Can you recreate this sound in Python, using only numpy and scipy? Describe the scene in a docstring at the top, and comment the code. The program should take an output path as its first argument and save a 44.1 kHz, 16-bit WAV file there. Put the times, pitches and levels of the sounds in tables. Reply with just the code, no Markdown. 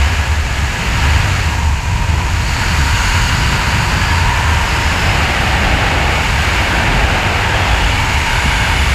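"""Wind buffeting a skydiver's helmet in freefall, heard from a camera microphone on the helmet itself.
Eddies shed by the head thump on the housing, the turbulent wake roars, and air rushing past the shell
blows a hollow note, howls in openings and at times whistles. The force of the flow and the
microphone's depth in the wake set the mix. Mono, in open sky, with no echo."""
import sys
import numpy as np
from scipy import signal
from scipy.fft import rfft, irfft
from scipy.io import wavfile

SR = 44100
rng = np.random.default_rng(int(sys.argv[2]) if len(sys.argv) > 2 else 0)


def materialize(psi):
    """Save the field psi as 16-bit PCM at rate SR to the path in sys.argv[1].

    A 1-D psi becomes a single channel; in a 2-D psi each row is a channel.
    """
    bounded = np.clip(np.atleast_2d(psi).T, -1, 1)
    quanta = np.round(bounded * 32767).astype(np.int16)
    wavfile.write(sys.argv[1], SR, quanta)


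N = 394254
TIME = np.arange(N) / SR
BINS_HZ = np.maximum(np.arange(N // 2 + 1) * SR / N, 1)


# Eddies peeling off the head in step, right at the microphone: start_s, end_s, first_hz, last_hz, level_db
THROBS = [(-.06, 0.095, 72, 72, -6.5), (0.142, 0.247, 72, 72, -11), (.26, 0.437, 72.7, 73, -10.5),
          (.57, 0.697, 69, 66.5, -10.5), (0.993, 1.198, 72.6, 73, -11.5), (1.13, 1.357, 98.7, 94, -13.5),
          (1.422, 1.787, 73.4, 73.2, -12), (2.073, 2.22, 81.4, 75, -10.5),
          (2.704, 2.928, 73.8, 72.4, -12.5), (2.948, 3.08, 62, 60, -15), (3.6, 3.9, 70, 71.5, -16),
          (3.979, 4.263, 84, 87, -13), (4.443, 4.62, 84, 73.4, -14.5), (5.169, 5.6, 66.7, 65.3, -18),
          (5.869, 6.52, 70, 71.1, -17.5), (6.9, 7.066, 40, 54, -11), (7.619, 7.9, 74, 41.5, -13),
          (8.118, 8.3, 74, 66, -15), (8.402, 8.54, 59.5, 80, -14), (8.602, 9.0, 88.6, 57.5, -15)]
# Spectrum of the disordered rumble on the housing: frequency_hz, gain_db
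RUMBLE_SPECTRUM = [(8, -45), (16, -24), (25, -11), (42, -2.5), (70, -1.5), (98, -2), (125, -14.5),
                   (200, -42), (400, -72)]
# Lulls in that rumble: middle_s, length_s, change_db
LULLS = [(.78, 0.19, -4.5), (1.81, .08, -4), (4.78, .08, -3), (6.7, 0.48, -3), (7.42, 0.43, -3)]

def buffeting(wander=.045, throb_db=1.4, drive=0.4, lurch_db=0.4, rumble_db=-16, give_way_db=-2.5):
    """Eddies peel off the head at an uneven rate, throbbing when in step and rumbling in disorder."""
    throbs, in_step = np.zeros(N), np.zeros(N)
    uneven = 1 + wander * walk(24.4)
    for start, end, first_hz, last_hz, db in THROBS:
        on, swell = spell(start, end, fade_s=0.038)
        hz = np.interp(TIME[on], [start, end], [first_hz, last_hz]) * uneven[on]
        throbs[on] += np.sin(2 * np.pi * np.cumsum(hz) / SR) * swell * undb(db)
        in_step[on] = np.maximum(in_step[on], swell)
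    pressure = turbulence(RUMBLE_SPECTRUM) * undb(lurch_db * walk(26))
    rumble = unit(np.tanh(drive * pressure))  # peaks softly squashed, as by the camera's limiter
    rumble *= build_up() * swells(LULLS) * undb(rumble_db + give_way_db * in_step)
    return throbs * undb(throb_db * walk(23)) + rumble


def slap(at_s=8.46, length_s=0.0047, pitch_hz=215, level_db=-10):
    """One hard eddy slaps the housing: a dull knock of a few cycles."""
    t = TIME - at_s
    return undb(level_db) * np.exp(-(t / length_s) ** 2) * np.sin(2 * np.pi * pitch_hz * t)


# Spectra of the rush and the hiss on the shell around the microphone: frequency_hz, gain_db
RUSH_SPECTRUM = [(400, -15), (800, -15), (1100, -2), (1350, -1), (1600, .5), (1950, -0.35), (2250, -.5),
                 (2550, -1.1), (2850, -1), (3050, -5), (3300, -9), (3700, -12), (6000, -41)]
HISS_SPECTRUM = [(4300, 3), (5100, -9), (5500, -0.5), (6000, 1), (6450, 1), (6880, 4.5), (7250, 0),
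                 (7700, 1), (8200, -6.5), (8800, -34), (11000, -35)]

def airstream(port_hz=6890, port_db=-43):
    """Air scours the shell; the microphone port rings, and gains on the hiss as that grows."""
    rush = turbulence(RUSH_SPECTRUM) * blown(-19.5, per_flow=1.1, per_depth=0.21, trim_db=0.13)
    hiss_gain = blown(-32.5, per_flow=0.6, per_depth=-0.27)
    hiss = turbulence(HISS_SPECTRUM) * hiss_gain
    port = resonance(np.full(N, port_hz), drift_hz=170) * undb(port_db) * unit(hiss_gain) ** 2
    return rush + hiss + port


# Spectra of the large swirls and the fine churn just behind the head: frequency_hz, gain_db
SWIRL_SPECTRUM = [(60, -24), (100, -2), (125, 0.5), (160, -1.5), (200, -8), (260, -14), (350, -19),
                  (600, -27), (2000, -70)]
CHURN_SPECTRUM = [(120, 0), (260, 1), (400, -1), (520, -1), (650, 1), (790, 4), (900, 0), (1100, -25.5),
                  (1600, -25), (4000, -60)]
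# Gusts that swell the swirls: middle_s, length_s, rise_db
GUSTS = [(.95, 0.41, 6), (1.55, 0.18, 3.5), (2.1, 0.35, 4), (2.73, 0.32, 3.5), (3.33, 0.13, 0),
         (3.65, 1, 5.5), (4.5, .25, 2.5), (5.0, 0.24, 3), (5.72, 0.36, 3.5), (6.88, 0.5, 5)]

def wake(unrest_db=0.34):
    """Large swirls come in gusts and break down into a finer churn."""
    swirl = turbulence(SWIRL_SPECTRUM) * blown(-25, per_flow=0.4, per_depth=-0.05, trim_db=-0.27)
    swirl *= build_up() * swells(GUSTS) * undb(unrest_db * walk(9))
    churn = turbulence(CHURN_SPECTRUM) * blown(-26.5, per_flow=0.73, per_depth=0.6751, trim_db=-0.6)
    return swirl + churn


# The note of a hollow in the helmet, close to the microphone: time_s, pitch_hz
HOLLOW_PITCH = [(0, 926), (1.9, 955), (3, 946), (4.6, 955), (5.4, 912), (6.9, 924), (8.94, 914)]
# Its strength before the trim: time_s, level_db
HOLLOW_LEVEL = [(0, -27), (.5, -34), (1.05, -26), (1.4, -30.5), (1.58, -25), (1.88, -28.5), (2.28, -24.5),
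                (2.4, -32), (2.65, -24.5), (3.45, -25.5), (4.4, -20.5), (5.3, -28.5), (5.9, -31),
                (6.15, -24), (7.2, -27.5), (7.7, -24), (8.6, -21.5), (8.94, -28)]

def hollow(trim_db=-0.6):
    """The stream blows across the mouth of a cavity, as over a bottle: an airy note."""
    note = resonance(curves(HOLLOW_PITCH)[0], drift_hz=68)
    return note * undb(curves(HOLLOW_LEVEL)[0] + trim_db)


# Wider openings in the helmet, before the trim: start_s, end_s, first_hz, last_hz, width_hz, level_db
OPENINGS = [(0.848, 1.499, 1370, 1355, 200, -33), (.8, 1.5, 4300, 4460, 500, -43),
            (1.601, 2.398, 2470, 2466, 240, -35.5), (2.399, 4.299, 4490, 4640, 674, -32),
            (2.547, 3.904, 1500, 1520, 340, -26), (3.85, 4.799, 1477, 1520, 450, -26.5),
            (2.9, 3.353, 6630, 6680, 450, -34), (2.901, 3.42, 2810, 2860, 180, -28.5),
            (4.6, 5.198, 5100, 5200, 394, -35.5), (4.994, 6.297, 761.5, 774, 240, -28.5),
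            (5.25, 6.798, 2181, 2257, 130, -29), (6.598, 7.699, 1563, 1566, 239.6, -26.5),
            (7.303, 7.9, 738, 772, 240, -28), (7.452, 8.002, 3220, 3450, 400, -31),
            (7.8, 9.102, 2243, 2164, 220, -25), (7.701, 9.1, 2870, 2880, 260, -30),
            (8.201, 8.802, 1547, 1555, 200, -25), (8.249, 9.1, 3440, 3520, 450, -33),
            (8.251, 9.2, 10050, 10200, 1800, -41)]

def openings(trim_db=-1):
    """Each opening howls or hisses while the air meets it squarely: it swells, glides and dies."""
    howls = np.zeros(N)
    for start, end, first_hz, last_hz, width_hz, db in OPENINGS:
        on, swell = spell(start, end, fade_s=0.092)
        hz = np.interp(TIME[on], [start, end], [first_hz, last_hz])
        howls[on] += resonance(hz, drift_hz=width_hz / 2) * swell * undb(db + trim_db)
    return howls


# Two thin whistles at a narrow gap nearby, a list each, before the trim: time_s, pitch_hz, level_db
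WHISTLES = [
    [(0, 1648, -29.5), (.5, 1690, -33), (.9, 1674, -33), (1.15, 1680, -27), (1.45, 1657, -33),
     (1.9, 1566, -43)],
    [(3.75, 1662, -37), (4.05, 1686, -28), (4.25, 1760, -30), (4.5, 1770, -28), (4.7, 1815, -36)],
]

def whistle(waver=0.0049, shiver_db=2.5, trim_db=-1.0, fade_s=0.089):
    """An edge tone that keeps itself going, shaken by the turbulence."""
    tones = np.zeros(N)
    bend = 1 + waver * walk(40)
    shiver = undb(shiver_db * walk(30))
    for course in WHISTLES:
        hz, db = curves(course)
        on, swell = spell(course[0][0] - fade_s, course[-1][0] + fade_s, fade_s)
        phase = 2 * np.pi * np.cumsum(hz[on] * bend[on]) / SR
        tones[on] += unit(np.sin(phase) * shiver[on]) * swell * undb(db[on] + trim_db)
    return tones


# Spectra of the faint sizzle and higher spray off the helmet's edges: frequency_hz, gain_db
SIZZLE_SPECTRUM = [(2200, -18), (3100, -10), (3400, -7.5), (3750, 0.3), (4150, 3), (4700, 2), (5100, 1.5),
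                   (5500, -5), (7000, -20)]
SPRAY_SPECTRUM = [(6500, -14), (8300, 3.5), (9200, -2), (10000, -1), (10800, -1), (11400, -4),
                  (12300, -2.5), (13200, -6), (14000, -10), (15200, -11)]

def edges():
    """Sharp edges tear the air into the smallest eddies."""
    sizzle = turbulence(SIZZLE_SPECTRUM) * blown(-31.5, per_flow=1.0, per_depth=-0.02, trim_db=0.26)
    spray = turbulence(SPRAY_SPECTRUM) * blown(-41.5, per_flow=1.0, per_depth=-0.19, trim_db=2.5)
    return sizzle + spray


# Force of the air on the helmet as the head turns: time_s, above_usual_db
FLOW = [(0, -1.2), (0.42, -4.5), (1.12, 0.2), (1.45, -2.0), (1.75, -6.5), (2.3, -4), (2.65, -0.2),
        (3.1, 1.5), (3.4, 0.5), (4.4, -0.6), (5.1, 0.8), (6.05, -0.4), (6.5, 1.1), (7.1, -0.6),
        (8.05, -0.0), (8.45, 0.5), (8.94, 0.3)]
# How deep the microphone lies in the wake, heard as churn against hiss: time_s, above_usual_db
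WAKE_DEPTH = [(0, 0.7), (0.8, -0.5), (1.15, 1), (1.6, -2.6), (2.2, -1), (3.05, -6.5), (3.5, -1.5), (4.8, 1),
              (5.25, 6), (5.95, 10.5), (6.1, 7), (6.27, 1.6), (6.55, 5), (6.9, 9), (7.55, 8.5), (8.2, -1.2),
              (8.7, 2), (8.94, -0.8)]

def blown(base_db, per_flow, per_depth, trim_db=0):
    """Gain of a layer: the flow raises it and the wake feeds or shelters it, both in dB per dB."""
    return undb(base_db + trim_db + per_flow * curves(FLOW)[0] + per_depth * curves(WAKE_DEPTH)[0])


def build_up(rise_db=2.5, rise_s=1.2):
    """Gain of the low turbulence, which grows to full strength and stays."""
    return undb(-rise_db * np.clip(1 - TIME / rise_s, 0, 1))


def turbulence(spectrum):
    """Pressure noise of rms 1, shaped by a spectrum and silent outside it."""
    hz, db = np.transpose(spectrum)
    return noise(undb(np.interp(np.log(BINS_HZ), np.log(hz), db, left=-120, right=-120)))


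def resonance(hz, drift_hz):
    """A blown resonance round a moving pitch: the faster its size and phase drift, the wider its band."""
    pole = np.exp(-2 * np.pi * drift_hz / SR)
    drift = signal.sosfilt([[1, 0, 0, 1, -pole, 0.00092]] * 2, rng.standard_normal((2, len(hz))))
    phase = 2 * np.pi * np.cumsum(hz) / SR
    return unit(drift[0] * np.cos(phase) + drift[1] * np.sin(phase))


def walk(rate_hz):
    """A smooth random curve of rms 1 that changes about rate_hz times a second."""
    return noise(1 / (1 + (BINS_HZ / rate_hz) ** 4))


def noise(gain):
    """Noise of rms 1 with the given gain at each frequency."""
    return unit(irfft(rfft(rng.standard_normal(N)) * gain, N))


def spell(start, end, fade_s):
    """The stretch of time between start and end, and an envelope that fades in and out over it."""
    on = (TIME > start) & (TIME < end)
    return on, np.clip(np.minimum(TIME[on] - start, end - TIME[on]) / fade_s, 0, 1)


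def swells(table):
    """Gain of smooth, bell-shaped rises or dips."""
    bells_db = (db * np.exp(-np.minimum((2 * (TIME - at) / length) ** 2, 20)) for at, length, db in table)
    return undb(sum(bells_db))


def curves(table):
    """The columns of a table, joined by straight lines in time."""
    time_s, *columns = np.transpose(table)
    return [np.interp(TIME, time_s, column) for column in columns]


def unit(x):
    """Scale to rms 1."""
    return x / np.sqrt(np.mean(x ** 2))


def undb(db):
    """Decibels to gain."""
    return 10 ** (np.asarray(db) / 20)


def scene(flutter_db=0.39, unrest_db=0.23):
    """Every passing eddy briefly speeds the air, so the rush flutters with the thumping."""
    thump = buffeting() + slap()
    flutter = undb(flutter_db * unit(thump) + unrest_db * walk(23))
    air = wake() + airstream() + edges() + hollow() + whistle() + openings()
    return (thump + flutter * air)[None]


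def record(dry, ceiling=0.99, top_hz=15250):
    """The helmet camera rounds the highest peaks and cuts the top of the treble."""
    rounded = dry / (1 + (dry / ceiling) ** 8) ** (1 / 8)
    return signal.sosfilt(signal.ellip(12, .1, 80, top_hz, fs=SR, output="sos"), rounded)


dry = scene()
out = record(dry)
materialize(out)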